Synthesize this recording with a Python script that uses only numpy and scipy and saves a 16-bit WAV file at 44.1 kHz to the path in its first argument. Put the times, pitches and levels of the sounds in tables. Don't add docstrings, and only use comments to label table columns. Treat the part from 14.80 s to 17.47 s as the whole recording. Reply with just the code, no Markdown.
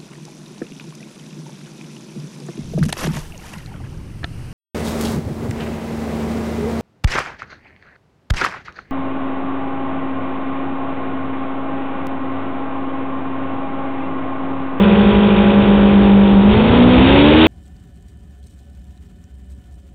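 import sys
import numpy as np
from scipy import signal
from scipy.fft import rfft, irfft, next_fast_len
from scipy.io import wavfile
from scipy.ndimage import uniform_filter1d, map_coordinates

SR = 44100
rng = np.random.default_rng(int(sys.argv[2]) if len(sys.argv) > 2 else 0)


def int16_out(signal):
    q = np.round(np.clip(np.atleast_2d(signal).T, -1, 1) * 32767)
    wavfile.write(sys.argv[1], SR, q.astype(np.int16))


N = 117747

LAUNCH_S, LOAD_S, FULL_S = 1.66, .3, 2.67

# t/s, f/Hz
NEAR_FIRING = [(0, 206), (.67, 204.8), (1.15, 201), (1.62, 198), (1.72, 211), (1.82, 215), (1.97, 241),
               (2.1, 247), (2.2, 256), (2.44, 291), (2.67, 326)]
# multiple of the crank rate, level/dB
HELD_PARTIALS = [(1, -29), (2, -36), (3, -37), (4, -11), (5, -38), (6, -39), (7, -25), (8, -24.5),
                 (9, -28.5), (10, -41), (11, -28), (12, -40), (13, -35), (14, -52), (15, -35), (16, -30.5),
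                 (17, -39), (18, -50), (19, -34), (20, -40), (21, -43), (22, -47), (23, -41), (24, -50)]
# multiple of the crank rate, level/dB
LOADED_PARTIALS = [(1, -23), (2, -28), (3, -18), (4, -12), (5, -25), (6, -29), (7, -25), (8, -23), (9, -38),
                   (10, -37), (11, -33), (12, -32), (13, -36), (14, -36), (15, -41), (16, -42)]
# t/s, level/dB
NEAR_NOTE_GAIN = [(0, 0), (.55, -.5), (1.1, 2), (1.5, 3), (1.69, 3), (1.76, -2.5), (1.88, -2), (2, 4),
                  (2.2, 2), (2.33, -1), (2.44, 3.5), (2.67, 3)]
# t/s, level/dB
OVERTONE_GAIN = [(0, 2), (.8, 2.5), (1.6, 1), (1.8, 1), (2.2, 2), (2.67, 3.5)]
# f/Hz, level/dB
UNEVEN_LINES = [(25, -42), (130, -34), (300, -43), (430, -40), (700, -51), (1300, -48), (2000, -54)]
ROUGH_HELD, ROUGH_LOADED = .22, .55

# t/s, level/dB
RASP_LEVEL = [(0, -24.7), (.7, -24.9), (1.25, -27.3), (1.63, -28.3), (1.72, -25.3), (2.1, -23.5),
              (2.3, -19.3), (2.52, -19.3), (2.65, -15.8)]
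# f/Hz, level/dB
RASP_COLOUR = [(200, -20), (500, -8), (1000, -2.5), (1300, -1.5), (1550, .5), (1900, -5.5), (2500, 0),
               (3000, -2.5), (3450, -2), (3800, -8.5), (4600, -12)]
PUFF_STRENGTH = [2.5, 0, -1, -1.5, 2, .5, -2, -.5]

# t/s, level/dB
DIRT_LEVEL = [(1.6, -60), (1.72, -32), (2.1, -26), (2.3, -20), (2.52, -19), (2.65, -14.5)]
# f/Hz, level/dB
DIRT_COLOUR = [(700, -16), (1400, -10), (2000, -2), (2600, 0), (3500, 0), (4600, -7)]

# t/s, f/Hz
NEIGHBOUR_FIRING = [(0, 185.9), (.14, 190), (.3, 195.4), (.48, 190.2), (.8, 196), (1.17, 192.7),
                    (1.35, 196.5), (1.48, 197.2), (1.6, 186.7), (1.75, 204.5), (1.9, 232), (2.2, 244),
                    (2.67, 312)]
# t/s, level/dB
NEIGHBOUR_LEVEL = [(0, -15), (.3, -16.5), (.42, -22), (.65, -18), (1.1, -19), (1.35, -24), (1.6, -19),
                   (1.72, -19), (2, -24), (2.67, -25)]
NEIGHBOUR_LAG = .56
# t/s, firing rate f/Hz, level/dB
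THIRD_TRUCK = [(0, 255, -40), (.55, 258, -33), (.75, 278, -26), (1.2, 295, -24), (1.45, 300, -26),
               (1.7, 245, -25), (1.87, 250, -19), (2.1, 302, -19), (2.33, 372, -18), (2.45, 388, -21),
               (2.67, 420, -17)]
# multiple of the crank rate, level/dB
OTHER_PARTIALS = [(1, -17), (2, -17), (3, -16), (4, 0), (5, -17), (6, -20), (7, -19), (8, -17), (9, -22),
                  (12, -24), (16, -27), (22, -33)]

# firing rate held f/Hz, firing rate at full speed f/Hz, level/dB
FAR_ENGINES = [(218, 290, -37), (236, 262, -32), (172, 245, -37)]
# f/Hz, level/dB
FAR_COLOUR = [(40, -14), (150, -8), (300, -10), (470, 1), (580, -5), (700, -17), (860, -4), (1100, -12),
              (1400, -13), (2000, -20)]
FIELD_SURGE_DB = 6

# t/s, level/dB
ROAR_LEVEL = [(0, -30), (1.62, -29), (1.72, -19), (2.3, -16.5), (2.67, -18.5)]
# f/Hz, level/dB
ROAR_COLOUR = [(40, -15), (105, 3.5), (160, 2), (280, -2), (380, 1), (480, 1), (590, 0), (690, -11),
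               (830, -2), (980, -5), (1250, -20), (2500, -28), (4500, -40)]
# t/s, level/dB
RUMBLE_LEVEL = [(0, -25), (.8, -23), (1.15, -24), (1.4, -21), (1.62, -26), (1.72, -17), (1.92, -15.5),
                (2.05, -21), (2.3, -17), (2.67, -29)]
# f/Hz, level/dB
RUMBLE_COLOUR = [(12, -26), (25, -10), (40, -9), (57, 0), (75, -4), (110, -5), (150, -9), (220, -30)]

# f/Hz, level/dB
RECORDER_TREBLE = [(3700, 0), (3850, -4), (4050, -18), (4350, -16), (4600, -38), (4800, -68)]
TOP_HZ = 4829
CLIP_TOP, CLIP_KNEE = .63, 7


def near_exhaust():
    rate, turns = crank(curve(NEAR_FIRING))
    load = engine_load()
    rough = ROUGH_HELD + (ROUGH_LOADED - ROUGH_HELD) * load
    note, rest = np.zeros(N), np.zeros(N)
    for k in range(1, len(HELD_PARTIALS) + 1):
        held_db = HELD_PARTIALS[k - 1][1]
        loaded_db = np.interp(k, *np.transpose(LOADED_PARTIALS))
        gain = amp((1 - load) * held_db + load * loaded_db)
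        if k == 4:
            note = gain * line(k * turns, rough=.1, flutter_rate=38, start=0)
        else:
            depth = rough * (1 if k > 4 else .5)
            rest += gain * line(k * turns, rough=depth, flutter_rate=17)
    for k in range(1, 30):
        gain = amp(along(UNEVEN_LINES, (k + .5) * rate))
        rest += gain * line((k + .5) * turns, rough=2 * rough, flutter_rate=19)
    return amp(curve(NEAR_NOTE_GAIN)) * note + amp(curve(OVERTONE_GAIN)) * rest


def rasp(puff_db, flicker_db, buzz_held, buzz_loaded):
    firings = np.cumsum(curve(NEAR_FIRING)) / SR
    count = len(PUFF_STRENGTH)
    sizes_db = np.interp(firings, np.arange(count), PUFF_STRENGTH, period=count)
    pulse_db = puff_db * np.cos(2 * np.pi * firings)
    gate = amp(sizes_db + pulse_db + flicker_db * wobble(90))

    size = 4096
    partials = amp(3 * rng.standard_normal(170)) * np.exp(2j * np.pi * rng.random(170))
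    partials[1::2] *= amp(-4)
    cycle = irfft(partials, size)
    buzz = unit(np.interp(firings / count * size, np.arange(size), cycle, period=size))

    share = np.clip(buzz_held + (buzz_loaded - buzz_held) * engine_load(), 0, 1)
    source = np.sqrt(share) * buzz + np.sqrt(1 - share) * rng.standard_normal(N)
    puffs = patchy(gate * source, depth_db=1.2)
    return amp(curve(RASP_LEVEL)) * unit(coloured(puffs, RASP_COLOUR))


def dirt():
    return amp(curve(DIRT_LEVEL) + 1.2 * wobble(35)) * noise(DIRT_COLOUR)


def other_exhaust(firing_hz, lag):
    turns = crank(firing_hz)[1]
    out = np.zeros(N)
    for k in range(1, 23):
        if k == 4:
            part = line(k * turns, rough=.25, flutter_rate=25, start=-lag)
        else:
            part = line(k * turns, rough=.3 + .5 * engine_load(), flutter_rate=18)
        out += amp(np.interp(k, *np.transpose(OTHER_PARTIALS))) * part
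    return out


def neighbour():
    return amp(curve(NEIGHBOUR_LEVEL)) * other_exhaust(curve(NEIGHBOUR_FIRING), NEIGHBOUR_LAG)


def third_truck():
    return amp(curve(THIRD_TRUCK, axis=2)) * other_exhaust(curve(THIRD_TRUCK), rng.random())


def far_trucks():
    climb = np.clip((np.arange(N) / SR - LAUNCH_S) / (FULL_S - LAUNCH_S), 0, 1)
    out = np.zeros(N)
    for held_hz, full_hz, db in FAR_ENGINES:
        steady_hz = held_hz + (full_hz - held_hz) * climb
        rate, turns = crank(steady_hz * (1 + .012 * wobble(2.5)))
        for k in range(3, 21):
            weak_db = -7 * (k % 4 > 0)
            gain = amp(db + weak_db + along(FAR_COLOUR, k * rate))
            out += gain * line(k * turns, rough=.5, flutter_rate=14)
    return amp(FIELD_SURGE_DB * engine_load()) * out


def roar():
    return amp(curve(ROAR_LEVEL) + .8 * wobble(22)) * noise(ROAR_COLOUR)


def rumble():
    return amp(curve(RUMBLE_LEVEL) + 2 * wobble(16)) * noise(RUMBLE_COLOUR)


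def engine_load():
    return np.clip((np.arange(N) / SR - LAUNCH_S) / LOAD_S, 0, 1)


def crank(firing_hz):
    rate = firing_hz / 4
    return rate, np.cumsum(rate) / SR


def line(turns, rough, flutter_rate, start=None):
    angle = 2 * np.pi * (turns + (rng.random() if start is None else start))
    in_phase = rough * wobble(flutter_rate)
    quadrature = rough * wobble(flutter_rate)
    partial = (1 + in_phase) * np.sin(angle) + quadrature * np.cos(angle)
    return partial / np.sqrt(.5 + rough ** 2)


def patchy(x, depth_db):
    z = signal.stft(x, nperseg=512)[2]
    field = uniform_filter1d(rng.standard_normal(z.shape), size=7, axis=0)
    field = uniform_filter1d(field, size=7, axis=1)
    return signal.istft(z * amp(depth_db * unit(field)), nperseg=512)[1][:N]


def noise(points):
    return unit(coloured(rng.standard_normal(N), points))


def coloured(x, points):
    m = next_fast_len(N + SR // 4)
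    hz = np.fft.rfftfreq(m, 1 / SR)
    return irfft(rfft(x, m) * amp(along(points, hz)) * (hz < TOP_HZ), m)[:N]


def wobble(rate):
    at = np.arange(0, N + 64, 64)
    knots = rng.standard_normal(512)
    smooth = map_coordinates(knots, [at * rate / SR], mode="wrap")
    return np.interp(np.arange(N), at, smooth)


def curve(rows, axis=1):
    rows = np.asarray(rows, float)
    return np.interp(np.arange(N) / SR, rows[:, 0], rows[:, axis])


def along(points, hz):
    f, v = np.transpose(points)
    return np.interp(np.log(hz + 1), np.log(f + 1), v)


def amp(db):
    return 10 ** (np.asarray(db) / 20)


def unit(x):
    return x / np.sqrt(np.mean(x ** 2) + 1e-20)


def scene():
    nearest = near_exhaust() + rasp(puff_db=1.4, flicker_db=.7, buzz_held=.35, buzz_loaded=.1) + dirt()
    others = neighbour() + third_truck() + far_trucks()
    return (nearest + others + roar() + rumble())[None]


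def record(dry):
    flat = dry[0] / (1 + np.abs(dry[0] / CLIP_TOP) ** CLIP_KNEE) ** (1 / CLIP_KNEE)
    return coloured(flat, RECORDER_TREBLE)[None]


dry = scene()
out = record(dry)
int16_out(out)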